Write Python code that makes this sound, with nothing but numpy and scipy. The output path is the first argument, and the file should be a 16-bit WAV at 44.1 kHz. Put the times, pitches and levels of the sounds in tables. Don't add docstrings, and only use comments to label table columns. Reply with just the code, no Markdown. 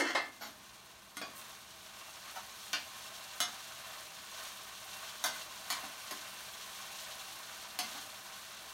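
import sys
import numpy as np
from scipy import signal
from scipy.fft import rfft, irfft, next_fast_len
from scipy.io import wavfile
from scipy.ndimage import uniform_filter1d

SR = 44100
rng = np.random.default_rng(int(sys.argv[2]) if len(sys.argv) > 2 else 0)


def waveform_to_disk(signal):
    frames = np.transpose(np.atleast_2d(signal))
    scaled = np.clip(frames, -1, 1) * 32767
    samples = np.round(scaled).astype(np.int16)
    wavfile.write(sys.argv[1], SR, samples)


N = 384993


def amp(db):
    return np.exp(np.asarray(db) * (np.log(10) / 20))


def unit(x):
    return x / np.sqrt(np.mean(x ** 2) + 1e-20)


def read(points, hz):
    f, value = np.transpose(points)
    return np.interp(np.log(hz + 1), np.log(f), value)


def colour(x, gain_at):
    size = next_fast_len(len(x) + 2048)
    gain = gain_at(np.fft.rfftfreq(size, 1 / SR))
    return irfft(rfft(x, size) * gain, size)[:len(x)]


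def shaped(x, spectrum):
    return unit(colour(x, lambda hz: amp(read(spectrum, hz))))


def drift(width_hz):
    return unit(colour(rng.standard_normal(N), lambda hz: np.exp(-(hz / width_hz) ** 2)))


def swell(middle_s, length_s):
    phase = np.clip((np.arange(N) / SR - middle_s) / length_s, -.5, .5)
    return np.cos(np.pi * phase) ** 2


def add(mix, start_s, sound):
    part = mix[max(round(start_s * SR), 0):][:len(sound)]
    part += sound[:len(part)]


# start in seconds, clang, thud, clink and tick in dB before the spoon gain,
# rebound in dB against the first contact, ring t60 of favoured modes in seconds at 1 kHz, then those modes in Hz.
SPOON_KNOCKS = [(1.169, -39.5, -47.5, -42, -42, -18, .17, 1130, 1453, 2094, 6401, 8834),
                (1.215, -38, -47.5, -41, -50, -18, .45, 1134, 2455, 3359, 4727),
                (2.278, -46, -70, -50, -54, -18, .2, 1200, 1290),
                (2.7313, -32, -53, -29.5, -39.5, -12, .27, 1470, 1572, 2330, 2514, 2750, 3623, 4190, 4274, 4716, 4840),
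                (3.4035, -30.5, -47, -28, -29.5, -13, .31, 718, 1260, 2099, 2945, 3440, 3661, 3978, 4610, 5346, 6433),
                (5.240, -30.5, -51, -29.5, -29, -6.5, .28, 640, 730, 1230, 1460, 1545, 2035, 3585, 4640, 5500, 6417),
                (5.7024, -32.5, -53, -31.5, -34, -6, .22, 711, 915, 985, 1071, 2330, 3058, 4221, 4400),
                (5.834, -44, -51, -57, -57, -18, .22, 780, 1110),
                (6.110, -38.5, -48, -42, -40, -18, .15, 384, 612, 1040, 4500, 5130),
                (7.789, -35, -49.5, -31.5, -33, -20, .35, 730, 2085, 3355, 4221, 4651, 5303, 6150),
                (7.835, -43, -53, -47, -48, -18, .2, 1150, 2085),
                (7.949, -44, -52, -52, -58, -5.5, .25, 813, 1100, 1537)]
SPOON_REBOUND_S = .021


def spoon():
    out = np.zeros(N)
    for start_s, clang_db, thud_db, clink_db, tick_db, rebound_db, t60_s, *favoured_hz in SPOON_KNOCKS:
        band_dbs = np.array([clang_db, thud_db, clink_db, tick_db])
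        add(out, start_s, pan_contact(band_dbs, t60_s, favoured_hz))
        add(out, start_s + SPOON_REBOUND_S, pan_contact(band_dbs + rebound_db, t60_s, favoured_hz))
    add(out, SKID_START_S, skid())
    return out


# frequency in Hz, relative level in dB.
PAN_MODES = [(228, -12), (296, -4.5), (718, -3), (1075, -4), (1230, -1), (1460, -0.5), (2095, -3),
             (2455, -8), (3070, -7), (3355, -2.5), (4210, -4), (4580, -1), (5330, -3), (6430, -4)]
# frequency in Hz, relative gain in dB.
PAN_CRACK = [(120, -14), (200, -3), (520, -8), (660, 2), (1450, 1), (2600, -5), (3700, -1), (6400, -6),
             (7300, -15), (9500, -20), (16000, -11)]
PAN_T60_1KHZ_S, PAN_DAMPING_POWER = .23, .17
SPOON_CHATTER_S, PAN_RING_DB, PAN_FAVOURED_DB = .0011, -.5, 3
OVERTONE_HZ, OVERTONE_DB = (2284, 12100), -12


def pan_contact(band_dbs, t60_s, favoured_hz, overtones=24):
    common = [(hz, db, PAN_T60_1KHZ_S) for hz, db in PAN_MODES if not among(hz, favoured_hz)]
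    favoured = [(hz, PAN_FAVOURED_DB, t60_s) for hz in favoured_hz]
    weak = [(hz, OVERTONE_DB, PAN_T60_1KHZ_S) for hz in rng.uniform(*OVERTONE_HZ, overtones)]
    modes = [(hz, db, ring_s * (1000 / hz) ** PAN_DAMPING_POWER) for hz, db, ring_s in common + favoured + weak]
    return blow(band_dbs, SPOON_CHATTER_S, modes, PAN_CRACK,
                ring_db=PAN_RING_DB, split=.008, wet_db=5.5, echo_db=-10)


# frequency in Hz, relative level in dB.
SKID_MODES = [(750, -4), (937, 1), (1320, -7), (1470, -5)]
SKID_START_S, SKID_CHATTER_S, SKID_T60_S = 2.358, .014, .14
SKID_DB = (-38.5, -65, -48, -53)


def skid():
    modes = [(hz, db, SKID_T60_S) for hz, db in SKID_MODES]
    return blow(SKID_DB, SKID_CHATTER_S, modes, PAN_CRACK, ring_db=1, split=.03, wet_db=8, echo_db=-10)


# middle in seconds, length in seconds, pitch at the middle in Hz, peak in dB.
SQUEAKS = [(5.343, .06, 2050, -48), (5.365, .05, 1510, -46)]
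SQUEAK_FALL_HZ_PER_S, SQUEAK_WANDER_HZ = 2000, 25


def squeaks():
    t = np.arange(N) / SR
    out = 0
    for middle_s, length_s, hz, db in SQUEAKS:
        pitch_hz = hz - SQUEAK_FALL_HZ_PER_S * (t - middle_s) + SQUEAK_WANDER_HZ * drift(150)
        tone = np.sin(2 * np.pi * np.cumsum(pitch_hz) / SR)
        out = out + amp(db) * swell(middle_s, length_s) * tone
    return out


# start in seconds, clang, thud, clink and tick in dB before the lid gain,
# rebound in dB against the first contact, then the favoured modes in Hz.
LID_BLOWS = [(.0, -25.5, -30, -33.5, -38, -15, 826, 1303, 1826, 2128, 2316),
             (.150, -24.3, -40.5, -31.5, -44, -8, 540, 716, 1757, 2081, 5216)]
LID_CHATTER_S, LID_REBOUND_S = .003, .018
ROCK_START_S, ROCK_GAP_S, ROCK_CHATTER_S, ROCK_SPREAD_DB = .051, .017, .004, 2
# clang, thud, clink, tick in dB, before the spread and the lid gain.
ROCK_DB = (-36, -50.5, -40.5, -53)


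def lid(rocks=4):
    out = np.zeros(N)
    for start_s, clang_db, thud_db, clink_db, tick_db, rebound_db, *favoured_hz in LID_BLOWS:
        band_dbs = np.array([clang_db, thud_db, clink_db, tick_db])
        add(out, start_s, lid_contact(band_dbs, LID_CHATTER_S, favoured_hz))
        add(out, start_s + LID_REBOUND_S, lid_contact(band_dbs + rebound_db, LID_CHATTER_S, favoured_hz))
    for k, chance in enumerate(rng.uniform(-1, 1, rocks)):
        band_dbs = np.array(ROCK_DB) + ROCK_SPREAD_DB * chance
        add(out, ROCK_START_S + k * ROCK_GAP_S, lid_contact(band_dbs, ROCK_CHATTER_S, []))
    return out


# frequency in Hz, relative level in dB, t60 in seconds.
LID_MODES = [(296, 0, .3), (345, -5, .25), (470, -4, .2), (540, -3, .2), (716, -4, .3), (826, -3, .38),
             (1020, 1, .3), (1210, -8, .5), (1303, -4, .35), (1405, -6, .4), (1525, -3, .3),
             (1695, -5, .42), (1757, 4, .33), (1826, 4, .26), (1906, 4, .28), (1990, 0, .22),
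             (2081, -1, .42), (2128, 2, .34), (2191, -3, .33), (2316, -12, .3), (2665, -4, .36),
             (3085, -3, .22), (3355, -5, .22), (4245, -8, .33), (4470, -8, .18), (5216, -10, .2),
             (6370, -10, .13)]
# frequency in Hz, relative gain in dB.
LID_CRACK = [(205, -22), (270, 4), (380, -4), (570, 1), (2000, 1), (2400, -11), (3150, -5.5), (3650, -17),
             (4300, -7), (6400, -16), (16000, -42)]
LID_FAVOURED_DB, LID_RING_DB = 5, 1


def lid_contact(band_dbs, chatter_s, favoured_hz):
    modes = [(hz, db + LID_FAVOURED_DB * among(hz, favoured_hz), t60_s) for hz, db, t60_s in LID_MODES]
    return blow(band_dbs, chatter_s, modes, LID_CRACK,
                ring_db=LID_RING_DB, split=.008, wet_db=9.5, echo_db=-14)


SEAT_HZ = (220, 840, 1080, 2105, 4447, 5389, 6944, 12480)
SEAT_START_S, SEAT_CHATTER_S, SEAT_T60_S = .410, .03, .25
SEAT_DB = (-46, -57, -49.5, -54)


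def lid_seats():
    out = np.zeros(N)
    modes = [(hz, 0, SEAT_T60_S) for hz in SEAT_HZ]
    scrape = blow(SEAT_DB, SEAT_CHATTER_S, modes, PAN_CRACK, ring_db=-6, split=.003, wet_db=9, echo_db=-10)
    add(out, SEAT_START_S, scrape)
    return out


def among(hz, favoured_hz):
    return any(abs(hz / f - 1) < .015 for f in favoured_hz)


# lower edge in Hz, upper edge in Hz.
BLOW_BANDS = [(500, 2500), (150, 500), (2500, 7000), (7000, 16000)]
PARTNER_DB = -7


def blow(band_dbs, chatter_s, modes, crack, ring_db, split, wet_db, echo_db):
    room = kitchen(wet_db)
    t = np.arange(len(room)) / SR

    def in_room(x):
        return signal.fftconvolve(x, room)[:len(t)]

    contact = np.exp(-t / max(chatter_s, 1e-4))
    knock = shaped(in_room(rng.standard_normal(len(t)) * contact), crack)
    mode_hz, mode_db, t60_s = np.transpose(modes)[:, :, None]
    detune, phase, partner_phase = rng.random((len(modes), 3)).T[:, :, None]
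    partner_hz = mode_hz * (1 + split * (2 * detune - 1))
    main = np.sin(2 * np.pi * (mode_hz * t + phase))
    partner = np.sin(2 * np.pi * (partner_hz * t + partner_phase))
    pairs = main + amp(PARTNER_DB) * partner
    decay = amp(mode_db - 60 * t / t60_s)
    ring = unit((decay * pairs).sum(0) * (1 - contact))
    ring_in_room = unit(ring + amp(echo_db) * unit(in_room(ring)))
    sound = knock + amp(ring_db) * ring_in_room
    out = 0
    for (lo, hi), db in zip(BLOW_BANDS, band_dbs):
        band = colour(sound, lambda hz: 1 / (1 + (hz / hi) ** 10) - 1 / (1 + (hz / lo) ** 10))
        peak_rms = np.sqrt(uniform_filter1d(band ** 2, size=600).max())
        out = out + amp(db) * band / peak_rms
    return out


# frequency in Hz, t60 in seconds.
KITCHEN_T60 = [(200, 0.65), (600, 0.31), (2000, 0.32), (6000, 0.25), (14000, 0.09)]


def kitchen(wet_db):
    count = 19000
    hz, t, z = signal.stft(rng.standard_normal(count), SR, nperseg=256)
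    decay = amp(-60 * t / read(KITCHEN_T60, hz)[:, None])
    tail = signal.istft(z * decay, SR, nperseg=256)[1][:count]
    response = amp(wet_db) * tail / np.linalg.norm(tail)
    response[0] += 1
    return response


# time in seconds, sizzle in dB before flares and surges.
HEAT = [(0, -58), (1.15, -59.5), (1.75, -57), (2.4, -53), (3.7, -51.5), (4.7, -52), (6.1, -50), (7.6, -51),
        (8.72, -52.5)]
# middle in seconds, length in seconds, scrape in dB before grip, sizzle flare in dB.
STROKES = [(1.457, 0.54, -55, 4.5), (2.018, 0.61, -58, 1), (3.03, 0.36, -61, 1.5), (3.92, 0.34, -53.5, 0.5),
           (4.44, 0.31, -52, 3), (5.033, 0.36, -53, 3.2), (5.373, .22, -50.5, 2.5), (5.803, 0.23, -48, 1.5),
           (7.06, .35, -56, 1.3), (7.914, 0.36, -52.5, 3.5)]
# frequency in Hz, relative gain in dB.
SIZZLE = [(300, -31), (1000, -11.5), (2000, -13), (2700, -7.5), (3050, -2), (3500, -1.5), (4350, -2),
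          (4900, -7), (5600, -4.5), (6500, -5), (7400, -10), (9000, -13), (11000, -41)]
# frequency in Hz, relative gain in dB.
SPRAY = [(5000, -10), (7500, -1), (9300, 5), (10400, 0), (11200, 3), (14000, 0), (16000, -3)]
SIMMER_DB, SPRAY_DB = -1.5, -5
SURGE_RMS_DB, GRIP_RMS_DB = .7, .88
SPIT_MIDDLE_S, SPIT_LENGTH_S, SPIT_DB = 1.393, .16, -53


def frying():
    heat_db = np.interp(np.arange(N) / SR, *np.transpose(HEAT))
    drag, flare_db = 0, 0
    for middle_s, length_s, scrape_db, rise_db in STROKES:
        speed = swell(middle_s, length_s)
        drag = drag + amp(scrape_db) * speed
        flare_db = flare_db + rise_db * speed
    surge_db = SURGE_RMS_DB * drift(20)
    grip_db = GRIP_RMS_DB * drift(29)
    slips = unit(colour(pops(per_s=2000, spread_db=0.0, wet_db=5), pan_body))
    bursts = shaped(pops(per_s=1800, spread_db=3.0, wet_db=11), SIZZLE)
    spray = shaped(pops(per_s=4000, spread_db=4.0, wet_db=3.5), SPRAY)
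    sizzle = amp(heat_db + flare_db + surge_db)
    spit = amp(SPIT_DB) * swell(SPIT_MIDDLE_S, SPIT_LENGTH_S)
    body_level = np.hypot(amp(heat_db + SIMMER_DB), drag) * amp(grip_db)
    spray_level = np.hypot(amp(SPRAY_DB) * sizzle, spit)
    return slips * body_level + bursts * sizzle + spray * spray_level


def pops(per_s, spread_db, wet_db):
    size = amp(spread_db * np.minimum(rng.exponential(1, N), 4.5))
    fires = rng.random(N) < per_s / SR
    direct = unit(size * rng.choice([-1, 1], N) * fires)
    echo_power = signal.lfilter([1], [1, -np.exp(-1 / (0.0067 * SR))], direct ** 2)
    wash = unit(np.sqrt(echo_power) * rng.standard_normal(N))
    return direct + amp(wet_db) * wash


# frequency in Hz, width in Hz, relative level in dB.
PAN_BODY = [(642, 63, 4.5), (781, 28, 6), (990, 65, 1.5), (1075, 9.7, 11), (1150, 260, 3.5),
            (1518, 104, 4.5), (1814, 180, 0), (2300, 420, -1), (2732, 22, 8.5)]


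def pan_body(hz):
    power = sum(amp(2 * db) / (1 + ((hz - f * f / (hz + 1)) / width_hz) ** 2) for f, width_hz, db in PAN_BODY)
    return np.sqrt(power)


# frequency in Hz, rms level in dB.
HUM = [(119, -77), (199, -77), (339, -80.5)]
# frequency in Hz, relative gain in dB.
ROOM_NOISE = [(20, -34), (32, -10.5), (55, -2), (100, -2.5), (145, -7), (200, 0.5), (260, -6.5),
              (350, -6.5), (440, -5.5), (600, -11), (1000, -4.5), (3000, -34)]
ROOM_NOISE_RMS_DB, HUM_WANDER_RAD = -65.5, 1.55


def appliances():
    t = np.arange(N) / SR
    hum = 0
    for hz, db in HUM:
        tone = np.sin(2 * np.pi * hz * t + HUM_WANDER_RAD * drift(5.7))
        hum = hum + amp(db) * np.sqrt(2) * tone
    return hum + amp(ROOM_NOISE_RMS_DB) * shaped(rng.standard_normal(N), ROOM_NOISE)


SPOON_GAIN_DB, LID_GAIN_DB = -4.5, -5.5


def scene():
    steel = amp(SPOON_GAIN_DB) * spoon() + squeaks() + amp(LID_GAIN_DB) * lid() + lid_seats()
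    mix = steel + frying() + appliances()
    return np.array([mix, mix])


EDGE_HZ = 15900


def record(dry):
    low_pass = signal.firwin(511, EDGE_HZ, window=("kaiser", 9), fs=SR)
    return signal.oaconvolve(dry, low_pass[None], "same")


dry = scene()
out = record(dry)
waveform_to_disk(out)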